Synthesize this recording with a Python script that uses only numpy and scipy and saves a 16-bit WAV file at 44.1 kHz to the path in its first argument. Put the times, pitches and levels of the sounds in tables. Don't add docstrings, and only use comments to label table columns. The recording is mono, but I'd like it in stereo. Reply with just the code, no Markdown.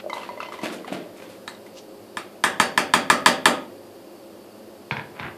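import sys
import numpy as np
from scipy import signal
from scipy.fft import rfft, irfft, next_fast_len
from scipy.io import wavfile

SR = 44100
rng = np.random.default_rng(int(sys.argv[2]) if len(sys.argv) > 2 else 0)


def voltage_ratio(decibels):
    exponent = np.asarray(decibels, float) / 20
    return 10 ** exponent


def unload_audio(sound):
    columns = np.transpose(np.atleast_2d(sound))
    steps = np.round(np.clip(columns, -1, 1) * 32767)
    wavfile.write(sys.argv[1], SR, steps.astype(np.int16))


N = 236891
TIME = np.arange(N) / SR

# centre_hz, t60_s, level_db, left_right_likeness (0-1)
ROOM = [(109, 0.63, -39.5, 0.91), (270, 0.67, -33, 0.91), (615, 0.54, -28, 0.58), (1160, 0.3, -29, 0),
        (2580, 0.39, -35.5, 0), (5040, 0.28, -32, 0), (10600, 0.2, -31, 0.08)]


def table(hz, rows, column):
    rows = np.array(rows, float)
    return np.interp(np.log(np.maximum(hz, 1)), np.log(rows[:, 0]), rows[:, column])


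def unit(x):
    return x / np.sqrt(np.mean(x ** 2))


def band(x, low_hz, high_hz):
    sos = signal.butter(2, [low_hz, min(high_hz, .45 * SR)], "band", fs=SR, output="sos")
    return signal.sosfilt(sos, x)


def add(out, s, sound, db, pan_db=0):
    i = max(int(s * SR), 0)
    n = min(sound.shape[1], N - i)
    out[:, i:i + n] += sound[:, :n] * voltage_ratio(db + np.array([[pan_db], [-pan_db]]) / 2)


def swell(s, db, rise_s, fall_s, hold_s=0):
    before = (s - TIME) / rise_s
    after = (TIME - s - hold_s) / fall_s
    return voltage_ratio(db - 60 * np.maximum(np.maximum(before, after), 0))


def ring(modes, seconds, scatter_db, turn, rise=0.00052):
    hz, db, t60 = np.array(modes, float).T[:, :, None]
    detune, scatter = rng.standard_normal((2, len(hz), 1))
    t = np.arange(int(seconds * SR)) / SR
    phase = 2 * np.pi * hz * (1 + 0.006 * detune) * t
    place = np.arange(len(hz))[:, None]
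    decay = voltage_ratio(db + scatter_db * scatter - 60 * t / np.maximum(t60, .003))
    size = (-1.) ** place * decay * np.minimum(t / rise, 1)
    shift = turn * np.cos(2.4 * place) * hz / 1000
    left = (size * np.sin(phase)).sum(0)
    right = (size * np.sin(phase + shift)).sum(0)
    return np.array([left, right])


def damped(peaks, sharpen):
    return [(hz, db, sharpen * np.log(1000) / np.pi / width) for hz, width, db in peaks]


def puff(seconds, t60, low_hz, high_hz):
    t = np.arange(int(seconds * SR)) / SR
    return band(rng.standard_normal((2, len(t))) * voltage_ratio(-60 * t / t60), low_hz, high_hz)


def grains(per_s, spread_db, low_hz, high_hz, like):
    struck = rng.random((2, N)) < per_s / SR
    sizes = voltage_ratio(spread_db * np.minimum(rng.exponential(size=(2, N)), 3))
    hits = struck * sizes * rng.choice([-1, 1], (2, N))
    mid, side = band(band(hits, low_hz, high_hz), low_hz, high_hz)
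    return unit(np.array([mid + (1 - like) * side, mid - (1 - like) * side]))


def two_ears(mid, side, like):
    return np.sqrt(1 + like) * mid + np.sqrt(1 - like) * side * np.array([[1], [-1]])


def knocks(damping):
    # start_s, peak_db, left_minus_right_db
    blows = [
        (1.477, -22, 2),
        (2.17, -16, 3.5),
        (2.4385, -3, 1),
        (2.5989, -1, 2),
        (2.776, -2.5, 1),
        (2.937, -0.5, 1),
        (3.1, 0.5, 1.5),
        (3.26, 2.5, 1.5),
        (3.456, 2, 2),
    ]
    # pitch_hz, level_db, t60_s
    bowl = [(690, -8, 0.021), (834, -14, 0.055), (902, 5, 0.023), (1012, 6, 0.032), (1256, -1.5, 0.069),
            (1384, -1, 0.032), (1725, 7.5, 0.03), (2030, -4.5, 0.036), (2382, 5.5, 0.02), (2830, -1, 0.025),
            (3160, 1, 0.023), (3693, 1, 0.016), (4010, -2.5, 0.017), (4280, -1.5, 0.017),
            (4570, 2.5, 0.017), (5180, -4.5, 0.0099), (6130, -24, 0.006), (7300, -10.5, 0.029),
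            (8220, -3, 0.014), (8910, -12, 0.034)]
    # pitch_hz, level_db, t60_s
    pot = [(236, -15, .2), (300, -19, .18), (322, -19, .18), (505, -12, .2), (573, -10, .2), (646, -13, .3),
           (790, -14, .15), (899, -11, .16), (1015, -11, .15), (1244, -1, .15), (1368, -11, .14),
           (1700, -12, .14), (2330, -17, .12), (2860, -18, .12), (4590, -18, .12)]
    cavity = [(208, 1.5, 0.024), (293, -0.5, 0.029), (432, -7.5, 0.022), (550, -6.5, 0.032)]
    modes = np.array(bowl) * [1, 1, 1 / damping] + [0, 10 * np.log10(damping), 0]
    out = np.zeros((2, N))
    for s, db, pan_db in blows:
        shell = ring(modes, 0.102, scatter_db=2.0, turn=0.75)
        thump = ring(cavity, 0.13, scatter_db=2, turn=0.14, rise=0.0023)
        crack = puff(.04, 0.019, 2600, 10200)
        song = ring(pot, .5, scatter_db=1.0, turn=1.5, rise=0.0047)
        add(out, s, shell, db - 12.0, pan_db)
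        add(out, s, thump, 0.84 * db - 16.5)
        add(out, s, crack, db - 9, pan_db)
        add(out, s + 0.004004, song, 1.6 * db - 23)
    return out


def pieces():
    # start_s, peak_db, pitch_hz
    plops = [(0.041, -21.5, 567), (0.0615, -15, 592), (0.097, -20, 970), (0.13, -12.5, 970),
             (0.169, -19, 940), (0.18, -18.5, 996), (0.289, -30, 650), (0.31, -23.5, 568),
             (0.374, -25, 590), (0.403, -17.5, 1290), (0.428, -22.5, 640), (0.486, -22.5, 944),
             (0.522, -24, 1210), (0.539, -26.5, 1075), (0.632, -21, 650), (0.659, -20, 636),
             (0.845, -27.5, 1100), (0.88, -22, 770), (0.924, -16.5, 656), (1.061, -27, 607),
             (1.222, -29.5, 538), (1.296, -32, 496), (1.575, -37, 575), (2.355, -33, 614)]
    # start_s, peak_db,
    # pitch_hz
    ticks = [(0.097, -23.5, 2080), (0.131, -26, 3850), (0.168, -35, 2170), (0.18, -36, 3160),
             (0.215, -37, 2860), (0.232, -32, 2680), (0.29, -35, 2006), (0.374, -42, 1970),
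             (0.403, -27.5, 2650), (0.429, -27.5, 2560), (0.459, -35.5, 2780), (0.486, -34, 2010),
             (0.521, -34, 2030), (0.541, -37, 1960), (0.589, -34, 2000), (0.615, -32, 2030),
             (0.632, -31, 2500), (0.659, -30, 2550), (0.845, -39, 1970), (0.881, -41, 2300),
             (0.922, -39, 2980), (1.198, -43, 2220), (1.221, -40, 2420), (1.296, -49, 3050),
             (1.349, -50, 2250), (1.477, -27, 3900), (1.549, -42, 3760), (1.664, -41.5, 2010),
             (1.769, -40.5, 2820), (2.355, -53, 2500)]
    # start_s, peak_db, low_hz, upper_hz
    clumps = [
        (0.631, -23, 197, 300),
        (0.644, -29, 185, 300),
        (0.687, -35, 244, 386),
        (0.918, -21.5, 182, 290),
        (0.943, -23, 182, 310),
        (0.986, -39, 215, 270),
        (1.02, -31, 178, 361),
        (1.073, -40, 184, 355),
    ]
    # pitch_hz, level_db, t60_s
    floor = [(549, -4.5, 0.084), (982, 8.5, 0.073), (1195, 7.5, 0.033), (2040, 2, 0.14), (2800, -20, 0.081),
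             (3063, -9, 0.31), (3740, -26, 0.067), (4380, -7.5, 0.13), (5700, -30, .07)]
    out = np.zeros((2, N))
    for s, db, hz in plops:
        plop = ring([(hz, 0, .007 + 9 / hz)], .1, scatter_db=0, turn=.4, rise=1.5 / hz)
        add(out, s, plop, db + 3)
    for s, db, hz in ticks:
        edge = ring([(hz, 0, .03), (1.06 * hz, -5, .025)], .1, scatter_db=0, turn=.3)
        steel = ring(floor, .2, scatter_db=4, turn=.5)
        add(out, s, edge, db + 1.5)
        add(out, s, puff(0.03, 0.03, 1700, 6000), db - 4)
        add(out, s, steel, 0.48 * db - 24.5 - 10 * s)
    for s, db, low_hz, upper_hz in clumps:
        air = [(low_hz, -5, .07), (upper_hz, -3, .06)]
        add(out, s, ring(air, .2, scatter_db=1.5, turn=.3, rise=0.0028), db + 2)
    return out


def pour():
    # peak_s, patter_db, fall_s, rustle_above_patter_db
    slides = [(0.002, -32.5, 0.036, -25), (0.14, -37, 0.93, -8), (0.225, -41, 0.35, -29),
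              (0.414, -35.5, 0.28, -26), (0.531, -35, 0.31, -12), (0.637, -26, 0.46, -10),
              (0.729, -48, 0.38, 7.5), (0.879, -32.5, 0.16, -15), (0.927, -30, 0.38, -11),
              (1.17, -44, 0.41, -6), (1.225, -44, 0.42, -9), (1.298, -54, 0.87, 3),
              (1.666, -46.5, 0.14, -6)]
    rise_s = .045
    thud, patter, rustle = np.zeros((3, N))
    for s, db, fall_s, wet_db in slides:
        thud += swell(s, 3 + 1.37 * db, rise_s, 1.93 * fall_s)
        patter += swell(s, db, rise_s, fall_s)
        rustle += swell(s, db + wet_db, 1.1 * rise_s, 0.55 * fall_s)
    out = voltage_ratio(-2.5) * thud * grains(400, 2.5, 167, 644, like=0.94)
    out += voltage_ratio(-2.5) * patter * grains(900, 2.3, 450, 3750, like=0.084)
    out += voltage_ratio(-2.0) * rustle * grains(2400, 2.5, 2400, 12300, like=.1)
    squelch = swell(1.786, -41, rise_s=0.13, fall_s=0.081)
    return out + squelch * grains(2500, 1.5, 2200, 7200, like=0.23)


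def set_down():
    # start_s, peak_db, thump_db, clack_db
    contacts = [
        (4.909, -4, -20.5, -17.5),
        (4.9155, -21, -32, -14),
        (4.922, -19, -18, -18),
        (4.967, -13, -19, -13),
        (4.994, -20, -21, -15),
        (5.196, -21.5, -10, -4.5),
        (5.228, -19, -28, -13),
        (5.241, -28, -4, -27),
        (5.275, -43, -3, 2),
    ]
    # centre_hz, width_hz, level_db
    rim = [(462, 59, -9), (650, 180, -11), (960, 128, 2.5), (1520, 170, 7.5), (1603, 187, 13),
           (2170, 127, 3.5), (2440, 180, 4.5), (2680, 340, -23), (3390, 140, -3), (4170, 680, -2.5)]
    plate = [(105, 0.5, 0.059), (142, -2.0, 0.1), (215, -3.2, 0.13)]
    out = np.zeros((2, N))
    for s, db, thump_db, clack_db in contacts:
        edge = ring(damped(rim, 0.83), .1, scatter_db=2.0, turn=0.59)
        thump = ring(plate, .25, scatter_db=3, turn=.3, rise=0.0031)
        clack = band(puff(0.034, 0.038, 1300, 4200), 1100, 5000)
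        click = ring([(2250, 0, 0.0073)], .03, scatter_db=3, turn=.3, rise=0.00022)
        add(out, s + .001, edge, db - 10, 1.5)
        add(out, s + 0.0033, thump, db + thump_db)
        add(out, s + 0.00137, clack, db + clack_db + 2.0)
        add(out, s + 0.001006, click, db + clack_db + 7)
    scrape = swell(5.195, -36, rise_s=.2, fall_s=.1, hold_s=.09)
    boom = swell(5.23, -33.5, rise_s=.2, fall_s=.1, hold_s=.054)
    out += voltage_ratio(-0.5) * scrape * grains(640, 3.8, 700, 2750, like=0.17)
    return out + voltage_ratio(-6.5) * boom * grains(351, 2.0, 59, 310, like=0.59)


def kitchen(dry):
    t = np.arange(int(.7 * SR)) / SR
    echo = 0
    for hz in 70 * 2 ** np.arange(0, 8, .5):
        noise = rng.standard_normal((2, 2, 1, len(t)))
        mid, side = unit(band(noise, hz / 1.207, hz * 1.172)) * np.sqrt(hz / SR)
        pair = two_ears(mid, side, table(hz, ROOM, 3))
        echo = echo + pair * voltage_ratio(table(hz, ROOM, 2) - 60 * t / table(hz, ROOM, 1))
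    build_up = np.clip((t - .003) / .005, 0, 1)
    early = 1 + np.exp(-t / 0.011)
    here, there = echo * build_up * early
    angle = 0.87 * TIME
    wet = signal.fftconvolve(dry * np.cos(angle), here, axes=1)
    wet += signal.fftconvolve(dry * np.sin(angle), there, axes=1)
    return wet[:, :N]


def hum():
    # pitch_hz, density_db
    drone = [(13, -84), (22, -34), (80, -27.5), (103, -10.5), (151, -24), (200, -6), (266, -10.5),
             (354, -1), (385, -16), (404, -1.5), (447, -11), (529, -6.5), (751, -13.5), (1200, -19.5),
             (1560, -27), (2640, -120)]
    # centre_hz, width_hz, level_db
    resonances = [(350, 30, -5.5), (538, 12, 2), (2810, 130, -25), (4514, 72, -19.5), (4900, 82, -24.5)]
    # pitch_hz, density_db
    hiss = [(590, -22), (1000, -13.5), (1800, -8), (1930, -10.5), (2850, -11), (3430, -12.5), (5080, -12.5),
            (5900, -18), (14000, -16.5), (14800, -25), (15700, -73.5)]
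    hz = np.fft.rfftfreq(N, 1 / SR)
    mid, side = rfft(rng.standard_normal((2, N)))
    pair = two_ears(mid, side, table(hz, ROOM, 3))
    peaks = np.sqrt(sum(voltage_ratio(db) ** 2 / (1 + (2 * (hz - f) / w) ** 2) ** 2 for f, w, db in resonances))
    layers = [(-43.5, voltage_ratio(table(hz, drone, 1))), (-50.5, peaks), (-53, voltage_ratio(table(hz, hiss, 1)))]
    power = sum((voltage_ratio(db) * unit(shape)) ** 2 for db, shape in layers)
    return irfft(pair * np.sqrt(power / 2), N)


def scene():
    counter, onion = set_down(), pieces() + pour()
    wet = kitchen(knocks(damping=4.17) + voltage_ratio(-4.5) * counter + voltage_ratio(-9) * onion)
    near = knocks(damping=0.81) + counter + onion + wet
    no_bass = signal.butter(4, 75, "high", fs=SR, output="sos")
    return signal.sosfilt(no_bass, near) + hum()


def band_limit(x):
    return signal.sosfilt(signal.butter(12, 15870, fs=SR, output="sos"), x)


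def record(dry):
    # pitch_hz, left_minus_right_db
    balance = [(60, 0), (110, 0.5), (200, 0.5), (380, -0.5), (700, 2.5), (1290, -1.5), (2380, 1.5),
               (4400, -3.5), (8120, -3.5), (15000, -4)]
    clip = .92
    size = next_fast_len(N)
    lean_db = table(np.fft.rfftfreq(size, 1 / SR), balance, 1) * np.array([[.5], [-.5]])
    x = irfft(rfft(dry, size) * voltage_ratio(lean_db), size)[:, :N]
    soft = signal.sosfilt(signal.ellip(6, .2, 45, 14550, fs=SR, output="sos"), x)
    clipped = np.clip(soft, -clip, clip)
    mix = signal.sosfilt(signal.ellip(8, .2, 60, 15800, fs=SR, output="sos"), clipped)
    return band_limit(mix)


dry = scene()
out = record(dry)
unload_audio(out)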